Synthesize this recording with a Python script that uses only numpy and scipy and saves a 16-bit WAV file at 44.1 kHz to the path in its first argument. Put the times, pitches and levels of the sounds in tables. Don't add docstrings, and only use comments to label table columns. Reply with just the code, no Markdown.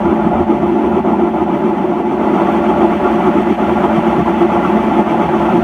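import sys
import numpy as np
from scipy import signal
from scipy.fft import rfft, irfft
from scipy.io import wavfile
from scipy.ndimage import uniform_filter1d

SR = 44100
rng = np.random.default_rng(int(sys.argv[2]) if len(sys.argv) > 2 else 0)


def bounce(signal):
    frames = np.transpose(np.atleast_2d(signal))
    limited = np.clip(frames, -1, 1)
    pcm = np.round(limited * 32767).astype(np.int16)
    wavfile.write(sys.argv[1], SR, pcm)


N = 248283
TIME = np.arange(N) / SR
FREQS = np.maximum(np.fft.rfftfreq(2 ** 18, 1 / SR), 1)

DRUM_HZ, CAGE_HZ, SWAY_HZ = 8.7, 3.5, 1.3
HEAVY_TURN = 0.47
SWAY_PEAK_S, BUNCH_PEAK_S, FLUTTER_PEAK_S = 0.074, 0.11, 0.067
UNEVEN_S, SLACK_S = 0.028, 0.017
CATCH_S, CATCH_DB = 0.023, 3
CHURN_DB = 1
RUMBLE_WANDER_DB = 2
TOP_HZ = 15550


def pits(count, per_s, spread_db):
    chance = rng.random(count)
    size = rng.standard_normal(count)
    grain = rng.standard_normal(count)
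    knocks = (chance < per_s / SR) * undb(spread_db * size) * np.sign(grain)
    return unit(unit(knocks) + .5 * grain)


def rolling(repeat, per_s, spread_db):
    drum_track, cage_track = [np.resize(pits(int(SR / hz), per_s, spread_db), N) for hz in (DRUM_HZ, CAGE_HZ)]
    same_pits = unit(drum_track + cage_track)
    new_paths = pits(N, per_s, spread_db)
    return np.sqrt(repeat) * same_pits + np.sqrt(1 - repeat) * new_paths


def load(drum_db):
    turn = 2 * np.pi * (DRUM_HZ * TIME - HEAVY_TURN)
    return undb(sum(db * np.cos(k * turn) for k, db in enumerate(drum_db, 1)))


def throb(sway_db, bunch_db, flutter_db):
    sway = sway_db * cycle(SWAY_HZ, SWAY_PEAK_S)
    bunch = bunch_db * cycle(2 * CAGE_HZ, BUNCH_PEAK_S)
    flutter = flutter_db * cycle(4 * CAGE_HZ, FLUTTER_PEAK_S)
    return undb(sway + bunch + flutter)


def swirl(x, span_hz, drum_db, cage_db, size):
    hz, s, cells = signal.stft(x, SR, nperseg=size, noverlap=size * 3 // 4)
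    rates = [DRUM_HZ, 2 * DRUM_HZ, 2 * CAGE_HZ, 4 * CAGE_HZ]
    swing_db = 0
    for rate, db in zip(rates, (*drum_db, *cage_db)):
        points = np.exp(2j * np.pi * rng.random(size))
        patch = np.interp(hz / span_hz, np.arange(size), points)
        swing_db = swing_db + db * np.outer(patch, np.exp(2j * np.pi * rate * s)).real
    return signal.istft(cells * undb(swing_db), SR, nperseg=size, noverlap=size * 3 // 4)[1][:N]


# (time [s], tub level [dB], basket level [dB], panel level [dB], lid level [dB])
UNEVEN_MOMENTS = [(.105, .5, 9.5, -2.5, 2), (.27, 5, 0, 1, 2), (.345, -0.5, 3.5, 3, 1),
                  (.52, 1.5, 4, 2.5, 2), (.725, 2, 4.5, -3, 0), (.79, -4.5, 4.5, 0, -4),
                  (.98, 1.5, 2, 0, 2), (1.13, 6, -1.5, 2, 2), (1.235, 2.5, 3.5, -1.5, 1),
                  (1.65, 3, 3, -1.5, 1), (2.32, 2, 3.5, -0.5, 0.5), (2.835, 3, 6, 3, 0),
                  (3.07, -8, 2.5, 1.5, 4), (3.28, 1, 3, -0.5, 4), (3.38, 2.5, 3.5, 1.5, 2),
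                  (3.505, 0, 5.5, -3, -3), (3.995, 5.5, -1, 1.5, 2.5), (4.2, 5, 5, -0.5, 1),
                  (4.445, 3, 7.5, 0.5, 2), (4.665, -0.5, 2.5, -3, 6), (4.76, 6, -0.5, 2, 0),
                  (4.995, 6, 4, 2.5, -1), (5.2, 2, -1, 2, -0.5), (5.57, 11.5, 3, -0.5, -6)]


def uneven_moments():
    return undb(sum(np.outer(db, bump(s, UNEVEN_S)) for s, *db in UNEVEN_MOMENTS))


# (time [s], depth [dB])
LULLS = [(.303, 2.5), (0.455, 5), (1.028, 6.5), (1.323, 4.5), (1.457, 4), (2.987, 5.5), (3.443, 3.5),
         (3.565, 9), (4.245, 7.5), (4.482, 4.5), (5.053, 5.5), (5.273, 4.5)]


def lulls():
    slack = undb(-sum(db * bump(s, SLACK_S) for s, db in LULLS))
    catch = undb(CATCH_DB * sum(bump(s + CATCH_S, SLACK_S) for s, _ in LULLS))
    return slack, catch


# (pitch [Hz], width [Hz], relative level [dB])
PANEL_TONES = [(447, 112, -20), (539, 40, -16.5), (588.6, 25.2, -7.5), (635, 46, -14), (705.8, 54, -7),
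               (769, 27, -10.5), (826.5, 49, -10.5), (869, 52.6, -8), (976, 93, -15)]


def panels():
    roar = ring(rolling(repeat=0.42, per_s=1800, spread_db=2), resonances(PANEL_TONES))
    roar = swirl(roar, span_hz=142.5, drum_db=(1.5, 1.5), cage_db=(1.4, 1.4), size=1024)
    return steady(roar, span_s=0.045) * load(drum_db=(.3, -.4)) * undb(0.36)


# (pitch [Hz], width [Hz], relative level [dB])
BASKET_TONES = [(281.6, 104, -10), (332, 42.7, -4.5), (342.8, 17, -1), (367.7, 38, -3.5)]


def basket():
    force = rolling(repeat=0.4, per_s=1400, spread_db=3.0)
    boom = steady(ring(force, resonances(BASKET_TONES)), span_s=0.11)
    return boom * load(drum_db=(1.4, 0, .4)) * undb(0.22)


# (pitch [Hz], width [Hz], relative level [dB])
TUB_TONES = [(142.5, 20, -10), (196.2, 51.5, 0.5), (222.6, 64, -11), (219.9, 15.2, 5)]


def tub():
    force = rolling(repeat=0.32, per_s=1500, spread_db=3.5)
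    drone = steady(ring(force, resonances(TUB_TONES)), span_s=0.078)
    return drone * load(drum_db=(.5, 0, .4)) * undb(-0.03)


# (pitch [Hz], width [Hz], relative level [dB])
LID_TONES = [(1132.5, 79, 1), (1253, 130, -2.5), (1375, 89, -1.5), (1540, 33, -8.5)]


def lid():
    chatter = ring(rolling(repeat=0.31, per_s=1800, spread_db=5.5), resonances(LID_TONES))
    chatter = swirl(chatter, span_hz=118.0, drum_db=(3.2, 1.8), cage_db=(2.8, 1.6), size=1024)
    return steady(chatter, span_s=0.11) * load(drum_db=(.4, -.3)) * undb(-0.14)


# (pitch [Hz], width [Hz], relative level [dB])
FRAME_TONES = [(52, 22, -27), (68.7, 17, -15.5), (82.8, 15, -17)]


def frame():
    force = rolling(repeat=0.22, per_s=1700, spread_db=1.5)
    rumble = steady(ring(force, resonances(FRAME_TONES)), span_s=0.21)
    return rumble * undb(RUMBLE_WANDER_DB * wander(DRUM_HZ)) * undb(-0.1)


# (pitch [Hz], relative level [dB])
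RASP_TONE = [(1000, -44), (1600, -31.5), (2300, -35.5), (3200, -39.5), (3900, -54), (5000, -59),
             (6000, -56), (7500, -63), (8100, -61.5), (9400, -62.5), (10400, -69), (11000, -68),
             (13900, -65.5), (15500, -72.5)]
# (pitch [Hz], width [Hz], relative level [dB])
HOUSING_TONES = [(1825, 45, -32.5), (2006, 63, -28.5), (2137, 67, -31.5), (2324, 46, -30.5),
                 (2630, 49, -34), (3476, 57, -40.5), (4370, 100, -53)]


def rasp():
    hz, db = np.transpose(RASP_TONE)
    colour = undb(np.interp(np.log(FREQS), np.log(hz), db)) ** 2
    low_cut = 1 / (1 + (hz[0] / FREQS) ** 8)
    force = rolling(repeat=0.44, per_s=8000, spread_db=2.5)
    scrape = ring(force, colour * low_cut + resonances(HOUSING_TONES))
    scrape = swirl(scrape, span_hz=129.4, drum_db=(1.3, .9), cage_db=(1.3, 1.0), size=1024)
    return unit(scrape) * load(drum_db=(.45, .15, .2)) * undb(0.93)


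# (time [s], level [dB], half-length [s])
PUFF_TIMES = [(.07, -69, .03), (0.677, -64, .02), (.905, -63, 0.026), (1.36, -61, 0.023),
              (1.585, -63, .035), (2.523, -59, .03)]
# (pitch [Hz], width [Hz], relative level [dB])
PUFF_TONE = [(12800, 6500, 0)]


def puffs():
    swell = sum(undb(db) * bump(s, length) for s, db, length in PUFF_TIMES)
    hiss = unit(ring(rng.standard_normal(N), resonances(PUFF_TONE)))
    return swell * hiss


def resonances(modes):
    return sum(undb(db) ** 2 / (1 + ((FREQS / hz - hz / FREQS) * hz / width) ** 2) ** 2
               for hz, width, db in modes)


def ring(x, power):
    cepstrum = irfft(np.log(power) / 2)
    size = len(cepstrum)
    cepstrum[1:size // 2] *= 2
    cepstrum[size // 2 + 1:] = 0
    return irfft(rfft(x, size) * np.exp(rfft(cepstrum)), size)[:N]


def steady(x, span_s):
    size = max(int(span_s * SR), 2)
    power = uniform_filter1d(uniform_filter1d(x ** 2, size), size)
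    return x / np.sqrt(power)


def bump(s, length_s):
    return np.exp(-((TIME - s) / length_s) ** 2)


def wander(per_s):
    size = int(SR / per_s)
    held = np.repeat(rng.standard_normal(N // size + 1), size)[:N]
    return unit(uniform_filter1d(held, size))


def cycle(hz, peak_s):
    return np.cos(2 * np.pi * hz * (TIME - peak_s))


def undb(db):
    return 10 ** (np.asarray(db) / 20)


def unit(x):
    return x / np.sqrt(np.mean(x ** 2))


def gains(table):
    s, *columns = np.transpose(table)
    return [undb(np.interp(TIME, s, c)) for c in columns]


# (time [s], tub level [dB], basket level [dB], panel level [dB], lid level [dB],
# rasp level [dB], frame level [dB])
SLOW_LEVELS = [(0, -17.5, -18.5, -19.5, -29.5, -36.5, -32.5), (1, -18.5, -15.4, -19.5, -30.5, -37.5, -34.5),
               (2.12, -21, -17, -21.0, -32, -37.5, -39.5), (2.38, -18.5, -15.5, -18.5, -27.0, -33, -35.8),
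               (4, -17.5, -17, -18, -27, -32.0, -33.5), (5.63, -19, -16, -18, -26.1, -32.0, -35.5)]


def scene():
    tub_level, basket_level, panel_level, lid_level, rasp_level, frame_level = gains(SLOW_LEVELS)
    tub_uneven, basket_uneven, panel_uneven, lid_uneven = uneven_moments()
    slack, catch = lulls()
    churn = undb(CHURN_DB * wander(2 * DRUM_HZ))
    roar = panels() * panel_level * panel_uneven * throb(sway_db=.5, bunch_db=.55, flutter_db=0.64)
    roar = roar * slack ** 1.18 * catch
    boom = basket() * basket_level * basket_uneven * throb(sway_db=0, bunch_db=0.6, flutter_db=1.1)
    boom = boom * slack ** 1.5
    drone = tub() * tub_level * tub_uneven * throb(sway_db=.5, bunch_db=.65, flutter_db=0.2) * slack ** 0.42
    chatter = lid() * lid_level * lid_uneven * throb(sway_db=0.8, bunch_db=0.1, flutter_db=0.65)
    chatter = chatter * slack ** 0.86 * catch ** .4
    rumble = frame() * frame_level * slack ** .4
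    hiss = rasp() * rasp_level * throb(sway_db=0.3, bunch_db=0.65, flutter_db=0.4) * slack ** .4
    return ((roar + chatter) * churn + boom + drone + rumble + hiss + puffs())[None]


def record(dry):
    rounded = dry / (1 + (dry / 1.06) ** 10) ** .1
    return signal.sosfilt(signal.ellip(10, .1, 80, TOP_HZ, fs=SR, output="sos"), rounded)


dry = scene()
out = record(dry)
bounce(out)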